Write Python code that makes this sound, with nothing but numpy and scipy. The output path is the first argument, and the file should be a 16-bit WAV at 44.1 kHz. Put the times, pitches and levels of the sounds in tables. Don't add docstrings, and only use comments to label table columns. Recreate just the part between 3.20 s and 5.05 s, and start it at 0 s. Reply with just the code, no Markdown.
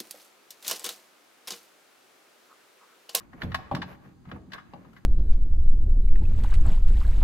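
import sys
import numpy as np
from scipy import signal
from scipy.fft import rfft, irfft
from scipy.io import wavfile
from scipy.ndimage import map_coordinates

SR = 44100
rng = np.random.default_rng(int(sys.argv[2]) if len(sys.argv) > 2 else 0)


def wav_out(sig):
    wavfile.write(sys.argv[1], SR, np.round(np.clip(np.atleast_2d(sig).T, -1, 1) * 32767).astype(np.int16))


N = 81585


def undb(db):
    return 10 ** (np.asarray(db) / 20)


def unit(x):
    return x / np.sqrt(np.mean(np.sum(x ** 2, axis=-1)))


def clock(size=N):
    return np.arange(size) / SR


def fade(t60_s, size):
    return np.exp(-np.log(1000) * clock(size) / max(t60_s, 1e-3))


def colour(x, points):
    hz, db = np.array(sorted(points), float).T
    size = 4096
    bins_hz = np.maximum(np.arange(size // 2 + 1) * SR / size, 1)
    gain = undb(np.interp(np.log(bins_hz), np.log(hz), db))
    cepstrum = irfft(np.log(gain))
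    cepstrum[1:size // 2] *= 2
    cepstrum[size // 2 + 1:] = 0
    response = irfft(np.exp(rfft(cepstrum)))
    return signal.fftconvolve(np.atleast_2d(x), response[None], axes=-1)[:, :x.shape[-1]]


def ring(modes, size):
    t = clock(size)
    return unit(sum((-1) ** k * undb(db) * np.sin(2 * np.pi * hz * t) * fade(t60_s, size)
                    for k, (hz, db, t60_s) in enumerate(modes)))


def noise(side_db, size):
    mid, side = rng.standard_normal((2, size))
    return mid + undb(side_db) * side * np.array([[1], [-1]])


def burst(spectrum, t60_s, side_db, size):
    return unit(colour(noise(side_db, size) * fade(t60_s, size), spectrum))


def hiss(spectrum, side_db):
    return unit(colour(noise(side_db, N), spectrum)) * np.sqrt(N)


def add(out, start_s, sound, pan_db=0):
    i = int(np.clip(start_s * SR, 0, N - 1))
    out[:, i:i + sound.shape[-1]] += sound[..., :N - i] * undb([[pan_db / 2], [-pan_db / 2]])


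# t/s, level/dB, knock/dB, brightness/dB, sparkle/dB, t60/s, struck spot f/Hz, pan/dB
CLAW_TAPS = [(.004, -29.5, 2.5, -9, 3, 0.047, 1200, 12.5), (.130, -24, 8, -11, -9, 0.048, 1907, 6.5),
             (0.2182, -4, -12.5, -2.5, -15, 0.023, 1800, -2.5), (.2195, -20.5, 1, 4, -17, 0.021, 4340, 12),
             (.232, -25, 22, 9, 11, 0.032, 3410, 6.5), (0.3172, -15, 0, -0.5, -7, 0.048, 1875, 2.5),
             (.344, 0.5, 7, 0.5, 0.5, 0.042, 1093, 1.5), (.387, -29, 19.5, -18, -28, 0.14, 760, -2),
             (0.549, -7, 2, 5.5, 5, 0.023, 1715, 2.5), (.5505, -23, 7, -1, 11, 0.04, 5210, -2),
             (.563, -16, 13.5, -3, 1.5, 0.097, 1148, -3.5), (.617, -9, -0.5, 3, -4.5, 0.068, 1609, 3.5),
             (.63, -20, 19, -9, -8, 0.023, 880, -1), (.848, -32.5, -4, -7, -0.5, 0.043, 1106, 10),
             (1.053, -29.5, 10.5, -5, -3, 0.027, 1280, 4.5), (1.087, -35.5, 8, 1, -13, .05, 2060, 6),
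             (1.096, -30.5, 13, -26, 8, 0.03, 1200, -2), (1.114, -13.5, 5, -2, -10, 0.027, 1266, 0),
             (1.159, -26.5, 14, -39, 1, 0.046, 1155, -7), (1.319, -19.5, -44, 6.5, 1, 0.038, 1600, 2),
             (1.3324, -13, -8, 6.5, 4, 0.028, 1668, 0.5), (1.336, -15.5, -8.5, -1, 3, 0.04, 3557, 5.5),
             (1.345, -15.5, -8, -36, -21, 0.11, 1596, -8), (1.38, -17.5, -0.5, -10.5, -8, 0.12, 1212, 5),
             (1.535, -33.5, -4, 11.5, 5, 0.02, 2770, -3), (1.647, -37, 16, -4, -9, 0.042, 993, 10),
             (1.731, -33.5, -9, -3, 11, 0.03, 1380, 5), (1.763, -24, -15, -6.5, -10, 0.088, 1995, 4)]
# f/Hz, level/dB, t60/tap t60
RAIL_MODES = [(755, -9.5, 3.05), (1065, 9.5, 0.3), (1129, 5, 1.06), (1244, 2.5, 0.65), (1638.5, 4.5, 1.3),
              (1854, -10.5, 0.71), (2593, -14.5, 3.6), (2953, 4.5, 0.65), (3489, -6, 1.1),
              (3920, -8.5, 1.8), (4240, -26, 0.43), (5010, -27, 2.4)]
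# f/Hz, density/dB
CRACK_SPECTRUM = [(150, -47), (500, -17.5), (850, -1), (1800, 2), (2400, -7.5), (3300, -8.5), (4800, -12),
                  (6000, -20.5), (9000, -31), (12000, -28.5), (16000, -42.5)]
TAP_BANDS_HZ = [650, 1500, 4000, 9000]

def claws(attack_s=0.0023, spot_db=10, rail_db=1, scatter_db=1, crack_db=2):
    out, size = np.zeros((2, N)), SR // 10
    attack = 1 - np.exp(-clock(size) / attack_s)
    for start_s, db, knock_db, bright_db, sparkle_db, t60_s, spot_hz, pan_db in CLAW_TAPS:
        modes = [(hz, mode_db + scatter_db * rng.standard_normal(), share * t60_s)
                 for hz, mode_db, share in RAIL_MODES]
        modes.append((spot_hz, spot_db, t60_s))
        rail = undb(rail_db) * ring(modes, size)
        crack = undb(crack_db) * burst(CRACK_SPECTRUM, t60_s, side_db=-2, size=size)
        bands_db = [db + knock_db, db, db + bright_db, db + sparkle_db]
        tap = colour((rail + crack) * attack, zip(TAP_BANDS_HZ, bands_db))
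        add(out, start_s, tap, pan_db)
    return out


# t/s, level/dB, pan/dB
PAD_SLAPS = [(.513, -1.5, 2.5), (.679, -32.5, 10), (1.535, -18, 4)]
# f/Hz, level/dB, t60/s
BOARD_MODES = [(565, -3, 0.27), (619.6, -7.5, 0.16), (675, -8.5, 0.1), (757, 1, 0.029), (812.6, 0.5, 0.037),
               (1142, 0.5, 0.069), (880, 3, 0.02)]
# f/Hz, density/dB
SLAP_SPECTRUM = [(40, -37), (150, 4), (400, -10), (850, 11), (1200, -11.5), (1600, -13.5), (3500, -21.5),
                 (6000, -40.5), (14000, -43)]

def pad_slaps(smack_db=-0.5):
    out, size = np.zeros((2, N)), SR // 4
    board = ring(BOARD_MODES, size)
    for start_s, db, pan_db in PAD_SLAPS:
        smack = undb(smack_db) * burst(SLAP_SPECTRUM, t60_s=0.18, side_db=-1.5, size=size)
        add(out, start_s, undb(db) * (board + smack), pan_db)
    return out


# t/s, level/dB, push length/s (1 ms floor applied), bass/dB
FOOTFALLS = [(.02, -27.5, 0.0015, -23), (0.137, -16.5, 0.00067, -9), (0.174, -16, 0.0059, 3),
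             (.231, -3, 0.0016, 8.5), (.242, -3, 0.0037, 8), (0.275, -1.5, 0.0051, 7),
             (0.376, -17, 0.0027, 9), (0.416, -32, 0.013, 10), (0.512, -3.5, 0.0022, 6),
             (.5345, 1.5, 0.0029, -3), (0.581, -10, 0.0011, -13), (0.656, -20, 0.0025, -2),
             (.72, -12, 0.009, 1.5), (.852, -17, 0.0021, -13), (0.956, -34, 0.002, 5),
             (1.066, -6, 0.0053, -3.5), (1.121, -9, 0.00099, -1), (1.142, -13.5, 0.0036, 6.5),
             (1.205, -22.5, 0.0053, 11), (1.274, -12, 0.004, -19.5), (1.535, -16.5, 0.00087, -2),
             (1.575, -18.5, 0.0014, -10), (1.662, -22, 0.0022, 0), (1.791, -48, 0.0062, 8)]
# f/Hz, level/dB, t60/s
DECK_MODES = [(51.8, -29.5, 0.21), (84.8, -9, 0.33), (111.3, -10, 0.2), (140.3, -1, 0.2), (182, -0.5, 0.32),
              (207, -7.5, 0.27), (220.2, -7, 0.24), (262, 1.5, 0.11), (310.4, -10, 0.33),
              (339.6, -10, 0.19), (379.6, -23.5, 0.033), (504, -9.5, 0.058)]
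# f/Hz, density/dB
SHUDDER_SPECTRUM = [(25, -29), (80, -4.5), (160, -5), (250, -3.5), (350, -6), (500, -9.5), (900, -16.5),
                    (3000, -71)]

def deck_thumps(shudder_db=-2, bass_shelf_hz=(79, 160)):
    out, size = np.zeros((2, N)), SR // 3
    deck, t = ring(DECK_MODES, size), clock(size)
    for start_s, db, push_s, bass_db in FOOTFALLS:
        push = np.sin(np.pi * np.minimum(t / max(push_s, 1e-3), 1)) ** 2
        shudder = undb(shudder_db) * burst(SHUDDER_SPECTRUM, t60_s=0.52, side_db=-7.5, size=size)
        boom = signal.fftconvolve(deck + shudder, push[None] / push.sum(), axes=-1)[:, :size]
        add(out, start_s, colour(boom, zip(bass_shelf_hz, [db + bass_db, db])))
    return out


# centre t/s, half length/s, scrape/dB, fur/dB
PAW_STROKES = [(0.014, 0.032, -61.5, -74.5), (0.232, 0.016, -46, -62.5), (0.3, 0.12, -53.5, -72),
               (.445, 0.06, -56.5, -100), (0.709, 0.032, -48.5, -65), (0.862, 0.042, -59.5, -75.5),
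               (1.124, 0.039, -53, -76), (1.349, 0.022, -49, -70), (1.478, 0.12, -67.5, -107),
               (1.675, 0.15, -64.5, -78.5), (1.772, 0.014, -75, -76)]
# f/Hz, density/dB
SCRAPE_SPECTRUM = [(200, 2.5), (800, 4), (1500, 0.5), (2400, -4), (4500, -29), (7000, -31), (15000, -48)]
# f/Hz, density/dB
FUR_SPECTRUM = [(500, 7), (3500, 7.5), (6000, 2.5), (9000, -13), (12000, 8), (14000, -3.5), (16000, -17)]

def paw_brushes(grain_db=2.5, grain_s=0.0018):
    out, t = np.zeros((2, N)), clock()
    samples = np.arange(N)
    roughness = np.interp(samples / int(grain_s * SR), samples, rng.standard_normal(N))
    grain = undb(grain_db * roughness)
    scrape = grain * hiss(SCRAPE_SPECTRUM, side_db=0.5)
    fur = np.sqrt(grain) * hiss(FUR_SPECTRUM, side_db=-6)
    for centre_s, half_s, scrape_db, fur_db in PAW_STROKES:
        swell = np.exp(-((t - centre_s) / half_s) ** 2 / 2)
        out += swell * (undb(scrape_db) * scrape + undb(fur_db) * fur)
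    return out


# delay/s, gain/dB
FIRST_REFLECTIONS = [(.0029, -18), (.0064, -17), (.0112, -14)]

def with_reflections(x):
    out = x.copy()
    for delay_s, db in FIRST_REFLECTIONS:
        add(out, delay_s, undb(db) * x[::-1])
    return out


# f/Hz, t60/s
TAIL_DECAY = [(100, 0.74), (250, 1), (600, 1), (1400, 0.77), (3700, 0.49), (10000, 0.17)]
# f/Hz, gain/dB
TAIL_SPECTRUM = [(60, -4), (180, -4), (300, -7), (450, -7), (900, -5), (2000, -7), (5000, -1), (14000, 8.5)]
# f/Hz, side re mid/dB
TAIL_WIDTH = [(130, -15.5), (260, -4.5), (1000, -0.5)]

def room_tail(x, level_db=-9.5, onset_s=0.0062):
    size = 2 * SR // 3
    bins_hz = np.maximum(np.arange(size // 2 + 1) * SR / size, 1)
    bands_hz, t60s_s = np.array(TAIL_DECAY).T
    white, tail = rfft(rng.standard_normal((2, size))), 0
    for selector, t60_s in zip(np.eye(len(bands_hz)), t60s_s):
        band = np.interp(np.log(bins_hz), np.log(bands_hz), selector)
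        tail += irfft(white * band, size) * fade(t60_s, size)
    onset = 1 - np.exp(-(clock(size) / onset_s) ** 2)
    mid, side = colour(tail * onset, TAIL_SPECTRUM)
    response = unit(mid + colour(side, TAIL_WIDTH) * np.array([[1], [-1]]))
    return undb(level_db) * signal.fftconvolve(x.mean(0)[None], response, axes=-1)[:, :N]


# f/Hz, density/dB
BACKGROUND_SPECTRUM = [(15, -25), (25, -10), (54, 1.5), (216, 1.5), (366, -5.5), (441, -20.5),
                       (1140, -19.5), (2440, -31), (4960, -31), (5660, -42.5), (6130, -31.5), (7570, -36.5),
                       (13500, -43.5)]

def background(rms_db=-55.5):
    return undb(rms_db) * hiss(BACKGROUND_SPECTRUM, side_db=-1.5)


def scene(left_lag_s=0.00009):
    steps = with_reflections(claws() + pad_slaps()) + deck_thumps()
    left = map_coordinates(steps[0], [(clock() - left_lag_s) * SR])
    return np.array([left, steps[1]]) + room_tail(steps) + paw_brushes() + background()


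def record(dry, cutoff_hz=15600):
    return signal.sosfilt(signal.ellip(8, .2, 70, cutoff_hz, fs=SR, output="sos"), dry)


dry = scene()
out = record(dry)
wav_out(out)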